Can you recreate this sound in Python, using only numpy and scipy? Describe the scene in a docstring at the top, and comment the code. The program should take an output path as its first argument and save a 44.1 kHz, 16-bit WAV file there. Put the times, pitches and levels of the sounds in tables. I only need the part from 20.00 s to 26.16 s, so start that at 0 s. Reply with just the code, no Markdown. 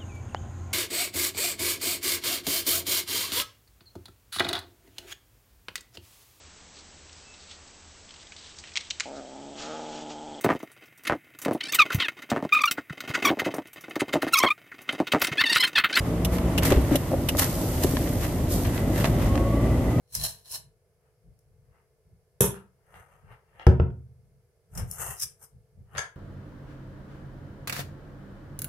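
"""A memory module scrapes and clicks along its slot in a motherboard on an open test bench, close to
the stereo microphone of a hand-held camera in a small room. A plastic latch snaps and kicks the board,
the bench takes a dull knock and a rebound, fingers bump hollow parts, an arm brushes past and something
small clatters. Underneath lie the rumble of the hand on the camera, room air and a faint hum."""
import sys
import numpy as np
from scipy import signal
from scipy.fft import rfft, irfft
from scipy.io import wavfile

SR = 44100
rng = np.random.default_rng(int(sys.argv[2]) if len(sys.argv) > 2 else 0)


def master(y):
    """Save y as 16-bit WAV."""
    cut = np.clip(np.atleast_2d(y).T, -1, 1)
    pcm = np.round(cut * 32767)  # scale
    wavfile.write(sys.argv[1], SR, pcm.astype(np.int16))


N = 271656

# spectrum of a hard edge on plastic: frequency_hz, level_db
EDGE_SPECTRUM = [(300, -47), (1000, -20), (2400, -17), (4400, -18.5), (5200, 3.5), (6800, -2.5),
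                 (7800, -3.5), (10000, 1.5), (12500, -3), (14000, -10), (16000, -14.5)]
# resonances of the hollow parts: pitch_hz, width_hz, level_db
SHELL_MODES = [(510, 60, -7), (820, 370, -3), (880, 480, 9), (1295, 190, 5), (1564, 99, 1),
               (1834, 120, -2.5), (2750, 99, -5.5)]
# arm and fingers passing the microphone: peak_s, rustle_db, hiss_db, hold_s, rise_s
ARM_STROKES = [(1.053, -75.5, -89.5, 0.031, 0.039), (1.756, -69.5, -90.5, .03, 0.058),
               (2.962, -54.5, -65.5, 0.036, 0.052), (3.133, -63.5, -77.5, .03, 0.057),
               (3.322, -52, -73.5, 0.0061, .032), (3.59, -59.5, -78.5, 0.029, 0.07),
               (4.778, -44, -43.5, 0.02, 0.018), (4.922, -59.5, -44.5, 0.016, 0.021),
               (5.006, -43.5, -37, 0.0196, 0.027), (5.068, -44, -39.5, 0.051, 0.037),
               (5.428, -58.5, -50, 0.016, .016), (5.956, -48.5, -64, 0.04, 0.025)]


def latch():
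    """The latch lets go and chatters, close up: bright cracks ring the plastic clip and kick the board."""
    snaps = [(2.4067, -10, .001, -24.5), (2.4088, -11.5, 0.0019, -14.5), (2.4151, -27.5, 0.011, -29),
             (2.429, -28.5, 0.0045, -24), (2.4417, -26.5, 0.015, -18)]  # start_s, crack_db, decay_s, blow_db
    crack_spectrum = [(300, -12.5), (900, -2), (1500, -12.5), (2300, -16), (3400, -10.5), (4200, -19.5),
                      (4800, -25), (5500, -9), (7500, -7), (10500, -5), (11800, 1.5), (13000, -9),
                      (15800, -23.5)]  # frequency_hz, level_db
    clip_modes = [(3242, 290, -11.5), (9020, 200, -5.5), (10430, 350, 10), (11400, 300, -1.5),
                  (11910, 200, -6.5)]  # pitch_hz, width_hz, level_db
    board_modes = [(66.8, -18.5, 0.43), (132.3, -2, 0.17), (193.6, -3, 0.12), (374.3, -6.5, 0.023),
                   (406, -4, 0.084), (461.3, -12, 0.11), (899, -17.5, 0.078), (1003, -21, 0.081)]  # pitch_hz, level_db, t60_s
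    crack, thud = np.zeros((2, 2, N))
    for start, crack_db, decay, blow_db in snaps:
        add(crack, start, burst(crack_db, decay))
        add(thud, start, amp(blow_db) * ring(board_modes))
    snap = amp(-0.5) * colour(crack, crack_spectrum, ripple_db=2.5)
    snap += amp(-9.0) * crack.std() * resonate(crack, clip_modes)
    snap = room(pan(-2.4) * snap, wet_db=-1.0, build_s=.004)
    board = room(radiate(thud, low_hz=69.9, order=4), wet_db=-8.5)
    return snap + pan(1.3) * board


def bench_knocks():
    """Soft, heavy blows: a longer contact leaves only the lowest modes; the weight settling damps them."""
    knocks = [(3.667, -21, 0.0004, -11.5, 11500), (3.6685, -3.5, 0.0017, -16.5, 2000),
              (3.712, -43, .002, -32, 2530), (3.7985, -10.5, 0.0025, -17, 2200),
              (3.821, -27, 0.0028, -45, 3570), (3.904, -29, 0.0046, -43, 2460)]  # start_s, blow_db, contact_s, crack_db, crack_top_hz
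    bench_modes = [(78.6, -2.5, 0.62), (112.8, -10, 0.92), (128.5, -10, 0.78), (172.5, -13, 0.45),
                   (234, -18, .25), (364.6, -12.5, 0.4), (452.8, -11.5, 0.11), (555, -25.5, 0.19),
                   (704, -23, 0.063), (926, -14.5, 0.081), (1275, -18, .06)]  # pitch_hz, level_db, t60_s
    crack_spectrum = [(150, -8), (450, 10.5), (700, 1), (950, -3.5), (1400, -1.5), (2300, -15.5),
                      (3200, -15), (4100, -30), (5000, -17), (7500, -31), (11000, -28.5), (16000, -40.5)]  # frequency_hz, level_db
    crack, thud = np.zeros((2, 2, N))
    settling = amp(np.interp(np.arange(SR) / SR, [.035, .05], [0, -11]))
    damped_ring = ring(bench_modes) * settling
    t = np.arange(SR // 20) / SR
    for start, blow_db, contact, crack_db, top_hz in knocks:
        push = t * np.exp(-2 * np.pi * t / contact)
        add(thud, start, -amp(blow_db) * signal.fftconvolve(damped_ring, push / push.sum()))
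        add(crack, start, soften(burst(crack_db, decay=0.0035), top_hz))
    crack = room(colour(crack, crack_spectrum), wet_db=-9.5)
    thud = room(radiate(thud, low_hz=42.44), wet_db=-6)
    return pan(1.1) * (crack + thud)


def module_scrapes():
    """The module slides in its slot: tiny slips hiss on the edge and ring the card."""
    scrapes = [(0.158, -31.5, 0.012, 0.017, -7), (0.213, -38, 0.029, 0.061, -0.5),
               (0.244, -26.5, 0.0089, 0.021, -2.5), (0.312, -47.5, .02, 0.017, -3),
               (.458, -59.5, 0.0065, 0.046, 6.5), (.519, -43, 0.0093, 0.018, -16),
               (.553, -34, 0.027, 0.017, -4), (5.208, -33, 0.014, 0.013, -24.5),
               (5.232, -25, 0.01, 0.0095, -37), (5.28, -58, .02, 0.013, -25)]  # peak_s, level_db, rise_s, fall_s, card_relative_db
    card_modes = [(697, 64, -11.5), (992, 240, -7), (1750, 360, -9), (3093, 500, -6.5), (4135, 190, 4),
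                  (5460, 210, -4)]  # pitch_hz, width_hz, level_db
    t = np.arange(N) / SR
    edge, card_power = np.zeros((2, N)), np.zeros(N)
    slips = friction(per_s=1600, spread_db=1.0)
    for peak, db, rise, fall, card_db in scrapes:
        envelope = amp(db) * swell(peak, 0, rise, fall)
        near = abs(t - peak) < .5
        # each contact point has its own modes
        edge[:, near] += colour((envelope * slips)[:, near], EDGE_SPECTRUM, ripple_db=3.0)
        card_power += (envelope * amp(card_db)) ** 2
    card = np.sqrt(card_power) * resonate(slips, card_modes)
    left_db = np.interp(t, [0, t[-1]], [.3, 4.5])  # the hand works its way left
    return room(amp([left_db / 2, -left_db / 2]) * (edge + card), wet_db=-12.5)


def plastic_clicks():
    """Edges catch and let go, each with its own ring and a little further left of the microphone."""
    clicks = [(0.1244, -45, 0.0042, 4440), (0.143, -33.5, 0.0042, 4500), (0.151, -19, 0.0038, 1500),
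              (0.2365, -24.5, 0.0041, 3500), (0.2473, -33.5, 0.0016, 1500), (0.515, -34, 0.0045, 2580),
              (1.391, -55, 0.0012, 5410), (4.7517, -41, 0.0054, 3100), (4.775, -34, 0.0098, 700),
              (4.9128, -23.5, 0.002, 8200), (5.1996, -48.5, 0.0024, 4030), (5.223, -29, 0.0024, 3000),
              (5.4137, -60, 0.0025, 4450), (5.446, -50.5, 0.0035, 4460)]  # start_s, level_db, decay_s, low_cut_hz
    out = np.zeros((2, N))
    for start, db, decay, low_hz in clicks:
        click = colour(burst(db, decay), EDGE_SPECTRUM, ripple_db=4)
        left_db = np.interp(start, [0, N / SR], [.8, 7])
        add(out, start, pan(left_db) * radiate(click, low_hz))
    return room(out, wet_db=-7.5)


def small_clatter():
    """A light hollow part clatters, with a few strong resonances."""
    taps = [(5.972, -36.5, 0.0094), (5.9802, -23.5, 0.0053), (5.991, -22, 0.0026), (6.017, -49, 0.014)]  # start_s, level_db, decay_s
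    hollow_spectrum = [(240, -81), (400, -22), (445, -11.5), (1090, -17.5), (1700, 1), (2490, -20.5),
                       (3390, -16), (4080, -29), (4760, -10.5), (5460, -23), (6370, -12.5), (7780, -24),
                       (8800, -23), (14600, -39), (15800, -59)]  # frequency_hz, level_db
    modes = [(1290, 36, -3), (1664, 33, 0), (1780, 25, 0)]  # pitch_hz, width_hz, level_db
    hits = np.zeros((2, N))
    for start, db, decay in taps:
        add(hits, start, burst(db, decay))
    clatter = colour(hits, hollow_spectrum, ripple_db=3.0)
    clatter += amp(-16.0) * hits.std() * resonate(hits, modes)
    return room(pan(2.2) * clatter, wet_db=-6.0)


def arm_brushes():
    """Skin and cloth slide past on the left: slips rustle in hollow parts and hiss over thin edges."""
    rustle_spectrum = [(250, -22), (400, 0.5), (600, -5.5), (900, -9.5), (1270, -5), (2000, -7),
                       (2500, -12), (2900, -10.5), (3300, -22), (4200, -32.5), (6000, -49.5)]  # frequency_hz, level_db
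    hiss_spectrum = [(2470, -23), (4200, -29.5), (4460, -16.5), (4670, -29), (4960, -20), (6190, -4),
                     (7030, -5.5), (8630, 0), (10700, -1), (13200, -2.5), (14700, -40), (15400, -46),
                     (15800, -87.5)]  # frequency_hz, level_db
    fin_modes = [(6200, 130, -16.5), (7750, 900, -8.5), (8100, 347, 5), (10500, 570, -4), (11000, 220, 12),
                 (13000, 190, -2)]  # pitch_hz, width_hz, level_db
    out = np.zeros((2, N))
    slips = friction(per_s=2000, spread_db=2.4)
    shell = amp(1.5) * soften(resonate(slips, SHELL_MODES), top_hz=3190, order=6)
    fins = amp(-14.5) * radiate(resonate(slips, fin_modes), low_hz=7020)
    for peak, *shape in ARM_STROKES:
        near = abs(np.arange(N) / SR - peak) < .5
        rustle_gain, hiss_gain = stroke(peak, *shape)[:, near]
        rustle = unit(colour(slips[:, near], rustle_spectrum, ripple_db=4.0) + shell[:, near])
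        hiss = unit(colour(slips[:, near], hiss_spectrum, ripple_db=4.0) + fins[:, near])
        out[:, near] += rustle_gain * radiate(rustle, low_hz=450) + hiss_gain * hiss
    return room(pan(3.6) * out, wet_db=-12.5)


def finger_bumps():
    """Dull knocks on the hollow parts: the latch rebounds once at 2.54 s, and fingertips give the rest."""
    bumps = [(2.543, -37, 0.00098), (2.941, -45.5, 0.00324), (3.32, -63.5, 0.018), (3.596, -39, .004),
             (4.776, -45.5, 0.012), (5.9506, -39.5, 0.0073), (5.96, -37.5, 0.0072)]  # start_s, level_db, decay_s
    hits = np.zeros((2, N))
    for start, db, decay in bumps:
        add(hits, start, burst(db, decay))
    knocks = hits.std() * soften(resonate(hits, SHELL_MODES), top_hz=3840)
    return room(pan(2.9) * knocks, wet_db=1.5)


def handling_rumble():
    """The grip shakes the camera body: a low rumble that grows as the hand shifts or the arm moves."""
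    grip_shifts = [(0.181, -38.5, 0.057), (0.515, -59.5, 0.17), (1.265, -51.5, 0.028), (1.471, -62, 0.25),
                   (2.081, -58, 0.062), (3.245, -54, 0.057), (4.05, -61, 0.32), (4.78, -32.5, 0.061),
                   (5.242, -52, 0.023), (5.554, -53, 0.016), (5.783, -45.5, 0.018), (5.963, -43.5, 0.0089)]  # peak_s, level_db, hold_s
    shake_spectrum = [(22, -10.5), (45, 1), (75, 1), (130, 2.5), (190, -9.5), (280, -31.5),
                      (420, -23.5), (700, -36.5), (2000, -75.0)]  # frequency_hz, level_db
    tremor_db, sway_db = -70.5, -1  # the hand at rest; the arm's rumble relative to its rustle
    shake = unit(colour(noise(N), shake_spectrum))
    shift_power = sum((amp(db) * swell(peak, hold, rise=0.024, fall=0.05)) ** 2
                      for peak, db, hold in grip_shifts)
    sway_power = sum((amp(sway_db) * stroke(*row)[0]) ** 2 for row in ARM_STROKES)
    return pan(1.1) * shake * np.sqrt(amp(tremor_db) ** 2 + shift_power + sway_power)


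def room_tone():
    """Faint room air and, in the centre, a hum whose lines waver."""
    hum_lines = [(393.0, -86), (441.4, -79.5), (489.9, -81), (586.8, -93.5), (662.1, -88.5), (1739, -98.5),
                 (2116, -100)]  # pitch_hz, level_db
    air_spectrum = [(150, -49.5), (250, -23.5), (451, -1.5), (536, -9.5), (672, -11), (934, -20),
                    (1660, -21), (1940, -26), (2110, -20), (2470, -26.5), (3810, -30.5), (4940, -24.5),
                    (7360, -28.5), (10800, -23.5), (15800, -34.5)]  # frequency_hz, level_db
    t = np.arange(N) / SR
    knots = np.linspace(0, t[-1], num=50)
    hum = np.zeros(N)
    for hz, db in hum_lines:
        phase_drift = np.interp(t, knots, np.cumsum(rng.normal(0, .8, len(knots))))
        hum += amp(db) * np.sqrt(2) * np.sin(2 * np.pi * hz * t + phase_drift)
    return amp(-74) * unit(colour(noise(N), air_spectrum)) + hum


def room(x, wet_db, build_s=0.01):
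    """Adds a diffuse tail in which each band dies at its own speed; the small room holds little bass."""
    decay_times = [(80, 0.45), (400, 0.31), (1000, 0.32), (2000, 0.3), (5000, 0.21), (11000, 0.23),
                   (16000, 0.067)]  # frequency_hz, t60_s
    hz, t, bands = signal.stft(radiate(noise(SR), low_hz=159), SR, nperseg=256)
    decay = amp(-60 * t / read(decay_times, hz)[:, None])
    tail = signal.istft(bands * decay, SR, nperseg=256)[1]
    tail *= 1 - np.exp(-(np.arange(tail.shape[1]) / SR / build_s) ** 2)
    return x + amp(wet_db) * signal.fftconvolve(x, tail / np.linalg.norm(tail[0]), axes=1)[:, :N]


def noise(count):
    """White noise at the microphone pair: alike in the bass, apart in the treble."""
    likeness = [(60, 0.76), (300, .84), (700, .82), (1400, 0.25), (2500, .1), (6000, 0), (16000, 0.16)]  # frequency_hz, left_right_correlation
    same = np.clip(read(likeness, np.fft.rfftfreq(count, 1 / SR)), -1, 1)
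    mid, side = rfft(rng.standard_normal((2, count))) * np.sqrt([(1 + same) / 2, (1 - same) / 2])
    return irfft([mid + side, mid - side], count)


def friction(per_s, spread_db):
    """Tiny slips of uneven size, each a millisecond of noise."""
    slipping = rng.random(N) < per_s / SR
    sizes = amp(spread_db * np.minimum(rng.exponential(1, N), 4))
    power = signal.lfilter([1], [1, -np.exp(-1000 / SR)], (slipping * sizes) ** 2)
    return unit(np.sqrt(power) * noise(N))


def burst(db, decay, count=6000):
    """The dense, quickly dying ring of a small stiff part."""
    return amp(db) * noise(count) * np.exp(-np.arange(count) / SR / decay)


def ring(modes):
    """A struck body: decaying sines."""
    t = np.arange(SR) / SR
    return sum(amp(db - 60 * t / t60) * np.sin(2 * np.pi * hz * t) for hz, db, t60 in modes)


def resonate(x, modes):
    """Drives a set of resonances; the result has rms 1."""
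    return unit(sum(amp(db) * unit(signal.lfilter(*signal.iirpeak(hz, hz / width, SR), x))
                    for hz, width, db in modes))


def colour(x, spectrum, ripple_db=0, size=4096):
    """Causal filter of unit energy, falling off below its first point; crowded modes ripple it."""
    hz = abs(np.fft.fftfreq(size, 1 / SR))
    knots = np.linspace(0, SR / 2, num=150)
    ripple = ripple_db * np.interp(hz, knots, rng.standard_normal(len(knots)))
    low_cut = np.minimum(hz / spectrum[0][0], 1) ** 2
    log_gain = np.log(amp(read(spectrum, hz) + ripple) * low_cut + 1e-5)
    minimum_phase = np.exp(signal.hilbert(log_gain).conj())
    taps = irfft(minimum_phase[:size // 2 + 1])[:size // 2]
    return signal.oaconvolve(x, taps[None] / np.linalg.norm(taps), axes=1)[:, :x.shape[1]]


def radiate(x, low_hz, order=2):
    """High-pass: slow motion of a small body hardly reaches the air."""
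    return signal.sosfilt(signal.butter(order, low_hz, "high", fs=SR, output="sos"), x)


def soften(x, top_hz, order=2):
    """Low-pass: a soft contact carries little treble."""
    return signal.sosfilt(signal.butter(order, top_hz, fs=SR, output="sos"), x)


def swell(peak, hold, rise, fall):
    """Envelope of a movement: it grows until its peak, holds and dies away."""
    t = np.arange(N) / SR
    return np.exp(-np.maximum(np.maximum((peak - t) / rise, (t - peak - hold) / fall), 0))


def stroke(peak, rustle_db, hiss_db, hold, rise):
    """Rustle and hiss envelopes of one arm stroke, which dies a little faster than it rises."""
    return amp([[rustle_db], [hiss_db]]) * swell(peak, hold, rise, fall=rise * 0.84)


def amp(db):
    """Decibels to gain."""
    return 10 ** (np.asarray(db) / 20)


def unit(x):
    """Scales to rms 1."""
    return x / np.sqrt(np.mean(x ** 2) + 1e-20)


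def read(points, hz):
    """Reads a table on a log-frequency axis."""
    point_hz, value = np.transpose(points)
    return np.interp(np.log(hz + 1), np.log(point_hz + 1), value)


def add(mix, start_s, sound):
    """Mixes a sound in at a time."""
    part = mix[:, round(start_s * SR):][:, :sound.shape[-1]]
    part += sound[..., :part.shape[1]]


def pan(left_db):
    """Channel gains that put the left side left_db above the right."""
    return amp([[left_db / 2], [-left_db / 2]])


def scene():
    """Everything at the bench, as it reaches the microphone."""
    return (module_scrapes() + plastic_clicks() + latch() + bench_knocks() + finger_bumps()
            + small_clatter() + arm_brushes() + handling_rumble() + room_tone())


def record(dry):
    """The camera clips at full scale, then cuts the highest treble."""
    low_pass = signal.firwin(511, cutoff=15900, window=("kaiser", 9), fs=SR)
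    return signal.oaconvolve(np.clip(dry, -1, 1), low_pass[None], "same")


dry = scene()
out = record(dry)
master(out)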